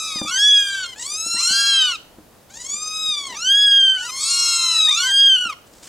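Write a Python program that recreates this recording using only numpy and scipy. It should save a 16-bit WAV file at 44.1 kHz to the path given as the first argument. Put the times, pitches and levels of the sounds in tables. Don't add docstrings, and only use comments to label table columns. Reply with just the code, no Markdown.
import sys
import numpy as np
from scipy import signal
from scipy.fft import rfft, irfft
from scipy.io import wavfile
from scipy.ndimage import uniform_filter1d, minimum_filter1d, map_coordinates

SR = 44100
rng = np.random.default_rng(int(sys.argv[2]) if len(sys.argv) > 2 else 0)


def digitize_waveform(pressure):
    field = np.atleast_2d(pressure).T
    bounded = np.clip(field, -1, 1)
    quanta = np.round(bounded * 32767).astype(np.int16)
    wavfile.write(sys.argv[1], SR, quanta)


N = 259308
TIME = np.arange(N) / SR
TOP_HZ = 15800

# start_s, top_s, end_s, start_hz, top_hz, sag_hz, final drop_hz,
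# rise_power [no unit], sag_power [no unit]
PITCH_ARCHES = [(-0.5, -0.091, 0.409, 800, 1297, 330, 202, 2.5, 2.8),
                (-0.6, -0.15, 0.21, 800, 1275, 196, 271, 2.5, 2.0),
                (0.254, 0.481, 0.875, 1165, 1690, 170, 170, 2.1, 1.0),
                (0.379, 0.587, 0.948, 1017, 1243, 204, 74, 1.9, 1.0),
                (0.948, 1.583, 1.936, 758, 1382, 222, 198, 3.9, 2.2),
                (1.357, 1.636, 1.966, 878, 1629, 257, 156, 2.4, 2.2),
                (1.357, 1.67, 1.856, 937, 1137, 132, 187, 2.7, 1.6),
                (2.49, 3.044, 3.377, 690, 1268, 306, 186, 3.0, 1.4),
                (3.327, 3.635, 4.111, 996, 1666, 196, 321, 2.5, 1.0),
                (3.93, 4.407, 4.829, 551, 1099, 142, 247, 4.4, 1.8),
                (4.126, 4.315, 5.138, 1020, 1397, 396, 239, 1.2, 2.6),
                (4.146, 4.469, 4.89, 970, 1285, 50, 40, 2.4, 3.0),
                (4.869, 5.266, 5.542, 833, 1625, 267, 378, 3.3, 1.0)]


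def undb(db):
    return 10 ** (np.asarray(db) / 20)


def colour_db(hz, points):
    point_hz, point_db = np.transpose(points)
    return np.interp(np.log(hz + 1), np.log(point_hz), point_db)


def noise(points, count):
    gain = undb(colour_db(np.fft.rfftfreq(count, 1 / SR), points))
    x = irfft(rfft(rng.standard_normal(count)) * gain, count)
    return x / x.std()


def wander(t, rate_hz):
    steps = (t - t[0]) * rate_hz
    return map_coordinates(rng.standard_normal(4096), [steps], order=3, mode="wrap")


def place(x, pan_db):
    return x * undb(np.array([[pan_db], [-pan_db]]) / 2)


def arch(t, start, top, end, start_hz, top_hz, sag_hz, drop_hz, rise_power, sag_power):
    to_top = np.clip((top - t) / (top - start), 0, 1)
    past_top = np.clip((t - top) / (end - top), 0, 1)
    collapse = np.exp(np.minimum(t - end, 0) / 0.038)
    rise = (top_hz - start_hz) * to_top ** rise_power
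    return top_hz - rise - sag_hz * past_top ** sag_power - drop_hz * collapse


def resonance(hz, centre_hz, width_hz):
    return 1 / (1 + ((hz - centre_hz) / width_hz) ** 2)


def meow(course, colour):
    # time_s, half_length_s, dip [share of pitch]
    cracks = [(.85, .012, .03), (1.04, .012, .03), (1.84, .03, .01), (2.63, .018, .035), (3.16, .03, .018),
              (3.99, .014, .03), (5.375, .022, .04)]
    # pitch_hz, level_db
    throat = [(600, -5), (1300, 1.5), (1900, 4.5), (2500, -1), (3200, 1.1), (5000, -0.7), (7500, -2),
              (10000, -13), (12500, -26), (16000, -37.5)]
    # pitch_hz, level_db
    breath = [(1700, -19), (3500, 0.5), (7000, 2.5), (16000, -30)]
    level, swell_db, opens, shuts, first_hz, last_hz, mouth_db, nose_hz, nose_db, bright_db, brighten_db = colour
    fade_s = 0.02
    start, end = course[0] - fade_s / 2, course[2] + fade_s / 2
    live = (TIME > start) & (TIME < end)
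    t = TIME[live]
    along = (t - start) / (end - start)

    crack = sum(dip * np.exp(-((t - s) / half_s) ** 2) for s, half_s, dip in cracks)
    pitch = arch(t, *course) * (1 - crack)
    slack = 1 - pitch / pitch.max()

    opened = (1 + np.tanh((t - start - opens) / 0.055)) / 2
    jaw = opened * (1 + np.tanh((start + shuts - t) / 0.13)) / 2
    mouth_hz = first_hz + (last_hz - first_hz) * along

    level_db = level + swell_db * (along - 0.5) - 26.5 * slack
    level_db = level_db + 1.52 * jaw
    treble_db = bright_db + brighten_db * (along - 0.5) - 13.5 * slack
    treble_db = treble_db - 38 * np.exp((start - t) / 0.03)

    slackness = slack * np.where(t < course[1], 0.722, 1) + 2.86 * crack
    hoarse = np.clip(slackness / 0.23, 0, 1)
    quaver = (0.0038 + 0.011 * hoarse) * wander(t, 70)
    jitter = (0.0026 * np.sqrt(hoarse + 0.18) + 0.018 * hoarse ** 2) * wander(t, 900)
    phase = 2 * np.pi * np.cumsum(pitch * (1 + quaver + jitter)) / SR
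    gasp_rate_hz = 170
    tremble_db = 3 * np.sqrt(hoarse) * wander(t, gasp_rate_hz)

    voice, upper_power = np.zeros(len(t)), np.zeros(len(t))
    for k in np.arange(1, 19):
        hz = k * pitch
        in_mouth = resonance(hz, mouth_hz, width_hz=500)
        in_nose = resonance(hz, nose_hz, width_hz=720)
        snap_db = treble_db * np.clip((hz - 2000) / 3000, 0, 1)
        quick_db = 3.5 * wander(t, gasp_rate_hz / 2) * min(k / 3, 1)
        sway_db = 2.5 * wander(t, 9.23)
        flutter_db = (1 - in_mouth) * (quick_db + sway_db)
        tract_db = colour_db(hz, throat) + nose_db * (1 - opened) * in_nose
        tract_db = tract_db + mouth_db * jaw * in_mouth ** 1.105
        size = undb(level_db + tract_db + snap_db + flutter_db + tremble_db) * (hz < TOP_HZ)
        voice += np.sqrt(2) * size * np.sin(k * phase + rng.uniform(0, 2 * np.pi))
        upper_power += size ** 2 * (k > 3)

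    puffs = noise(breath, len(t)) * (1 + np.cos(phase))
    upper_level = np.sqrt(np.abs(uniform_filter1d(upper_power, SR // 50)))
    air = puffs * upper_level * undb(-25 + 11 * hoarse)

    edge = np.clip(np.minimum(t - start, end - t) / fade_s, 0, 1)
    out = np.zeros(N)
    out[live] = voice * edge ** 2 + air * np.sqrt(edge)
    return out


def shuffle():
    # time_s, level_db
    brush_levels = [(5.651, -81), (5.672, -51.5), (5.702, -68), (5.738, -53), (5.82, -54), (5.832, -44),
                    (5.88, -42.5)]
    # pitch_hz, level_db
    brush_colour = [(1000, -8.5), (4500, -4), (8000, 0), (12000, -19)]
    scuffle_s, scuffle_width_s, scuffle_db = 3.31, 0.05, 18
    scuffle = scuffle_db * np.exp(-((TIME - scuffle_s) / scuffle_width_s) ** 2)
    rumble_db = -61 + 3 * wander(TIME, 14) + scuffle
    rumble = noise([(120, -42), (220, -3.5), (900, -9.5), (6000, -38)], N) * undb(rumble_db)
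    brush_s, level_db = np.transpose(brush_levels)
    brush_db = np.interp(TIME, brush_s, level_db) + 2 * wander(TIME, 180)
    return rumble + noise(brush_colour, N) * undb(brush_db)


def room_hush():
    # (per Hz, relative)
    floor = [(15, -38), (25, -5), (107, -5), (399, -8), (523, -6.5), (1570, -17.5), (2230, -20.5),
             (15500, -26)]
    hush_db = -51
    bass_cut = signal.butter(1, 150, "high", fs=SR, output="sos")
    side = signal.sosfilt(bass_cut, noise(floor, N))
    return undb(hush_db) * (noise(floor, N) + 0.55 * side * np.array([[1], [-1]]))


def paws():
    # time_s, level_db (peak of the ring)
    bumps = [(0.157, -26), (0.215, -16), (0.248, -27), (1.262, -32), (1.343, -31), (1.507, -29),
             (2.184, -33.5), (3.088, -38.5), (2.741, -40.5), (5.457, -31.5), (5.736, -43.5)]
    # pitch_hz, level_db (relative), t60_s (time to fade by 60 dB)
    tub_modes = [(221, 5, 0.075), (260, 0, 0.072), (304.7, 0.5, 0.14), (526, 5.5, 0.021),
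                 (780, -5.5, 0.067)]
    tap_db = -13
    out, t = np.zeros(N + SR), TIME[:SR // 2]
    for bump_s, bump_db in bumps:
        ring = np.zeros(len(t))
        for hz, mode_db, t60 in tub_modes:
            size = undb(mode_db + 2 * rng.standard_normal())
            ring += size * np.cos(2 * np.pi * hz * t) * np.exp(-np.log(1000) * t / t60)
        ring *= 1 - np.exp(-t / 0.001)
        tap = noise([(100, -35), (400, 3), (900, 1), (9000, -55)], len(t)) * np.exp(-t / 0.008)
        start = int(bump_s * SR)
        out[start:start + len(t)] += undb(bump_db) * (ring / np.abs(ring).max() + undb(tap_db) * tap)
    return out[:N]


def two_tone():
    start_s, end_s, level_db = 0.67, 0.883, -40.5
    t = TIME[(TIME > start_s) & (TIME < end_s)]
    phases = []
    for course in PITCH_ARCHES[2:4]:
        pitch = arch(t, *course) * (1 + 0.006 * wander(t, 70))
        phases.append(2 * np.pi * np.cumsum(pitch) / SR)
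    high, low = phases
    tones = np.zeros(len(t))
    for multiple, db in enumerate([-7, 3, -9, -1.5, -1, -9], start=1):
        tones += undb(db + 4.9 * wander(t, 60)) * np.sin(high + multiple * low)
    faded = tones * signal.windows.tukey(len(t), 0.5)
    return undb(level_db) * np.interp(TIME, t, faded, left=0, right=0)


def echoes(x):
    echo_db, t60_s = -15, 0.43
    t = TIME[:SR // 2]
    tail = np.exp(-np.log(1000) * t / t60_s)
    response = rng.standard_normal((2, len(t))) * tail / np.linalg.norm(tail)
    return undb(echo_db) * signal.fftconvolve(x, response, axes=1)[:, :N]


def scene():
    # level_db, swell over the call_db,
    # mouth opens_s and shuts_s (after the start), mouth resonance first_hz and last_hz, mouth gain_db,
    # nose resonance_hz, nose gain_db, brightness_db, change of brightness over the call_db
    voices = [(-42, 4.5, 0.2, 1.02, 3160, 3580, 8.3, 6000, 12, 2.5, 2.5),
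              (-39, -10.5, 0.2, 0.65, 4700, 1400, 1, 6000, 12, 6, -5),
              (-31, -3.5, 0.13, 0.68, 2440, 4430, 25.2, 6400, 14.7, -7, -25),
              (-58, 14, 0.1, 0.56, 2630, 2960, 28.5, 5800, 17.3, 20.5, -32),
              (-40.5, 4.5, 0.36, 0.95, 3540, 3750, 21.5, 7300, 6.5, 9, -12),
              (-32, -2.5, 0.21, 0.58, 5030, 3020, 37.5, 6500, 6, -0.5, -11),
              (-48, 0, 0.057, 0.24, 3070, 3500, 0.84, 6670, 13, 8.5, -41),
              (-43.5, 14.5, 0.4, 0.75, 5630, 3380, 30.6, 6750, 13, 5, -17.5),
              (-34, -2, 0.15, 0.65, 2950, 3100, 28.4, 6000, 20, -3, -9.5),
              (-44.5, 2, 0.22, 1.4, 5400, 2900, 9.3, 6390, 3, 8, -5.5),
              (-40.5, 10.5, 0.18, 0.88, 3460, 3720, 27, 9300, 4.3, 9.5, -16),
              (-47, 4.5, 0.29, 0.53, 2500, 8100, 6, 7980, 10.3, 15, -8),
              (-32, -2, 0.15, 0.58, 4230, 2670, 25.7, 6100, 16.9, -2, -12)]
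    kittens = np.zeros((2, N))
    for course, colour in zip(PITCH_ARCHES, voices):
        shrill = course[4] > 1500
        kittens += place(meow(course, colour), pan_db=-0.2 if shrill else 1.7)
    tub = place(shuffle() + paws(), pan_db=1.2)
    near = kittens + tub + two_tone()
    return near + echoes(near) + room_hush()


def record(dry):
    ceiling, hold = 0.55, SR // 100
    gain = ceiling / np.maximum(np.abs(dry).max(axis=0), ceiling)
    gain = uniform_filter1d(minimum_filter1d(gain, hold), hold)
    top_cut = signal.ellip(10, 0.2, 80, TOP_HZ, fs=SR, output="sos")
    return signal.sosfilt(top_cut, dry * gain)


dry = scene()
out = record(dry)
digitize_waveform(out)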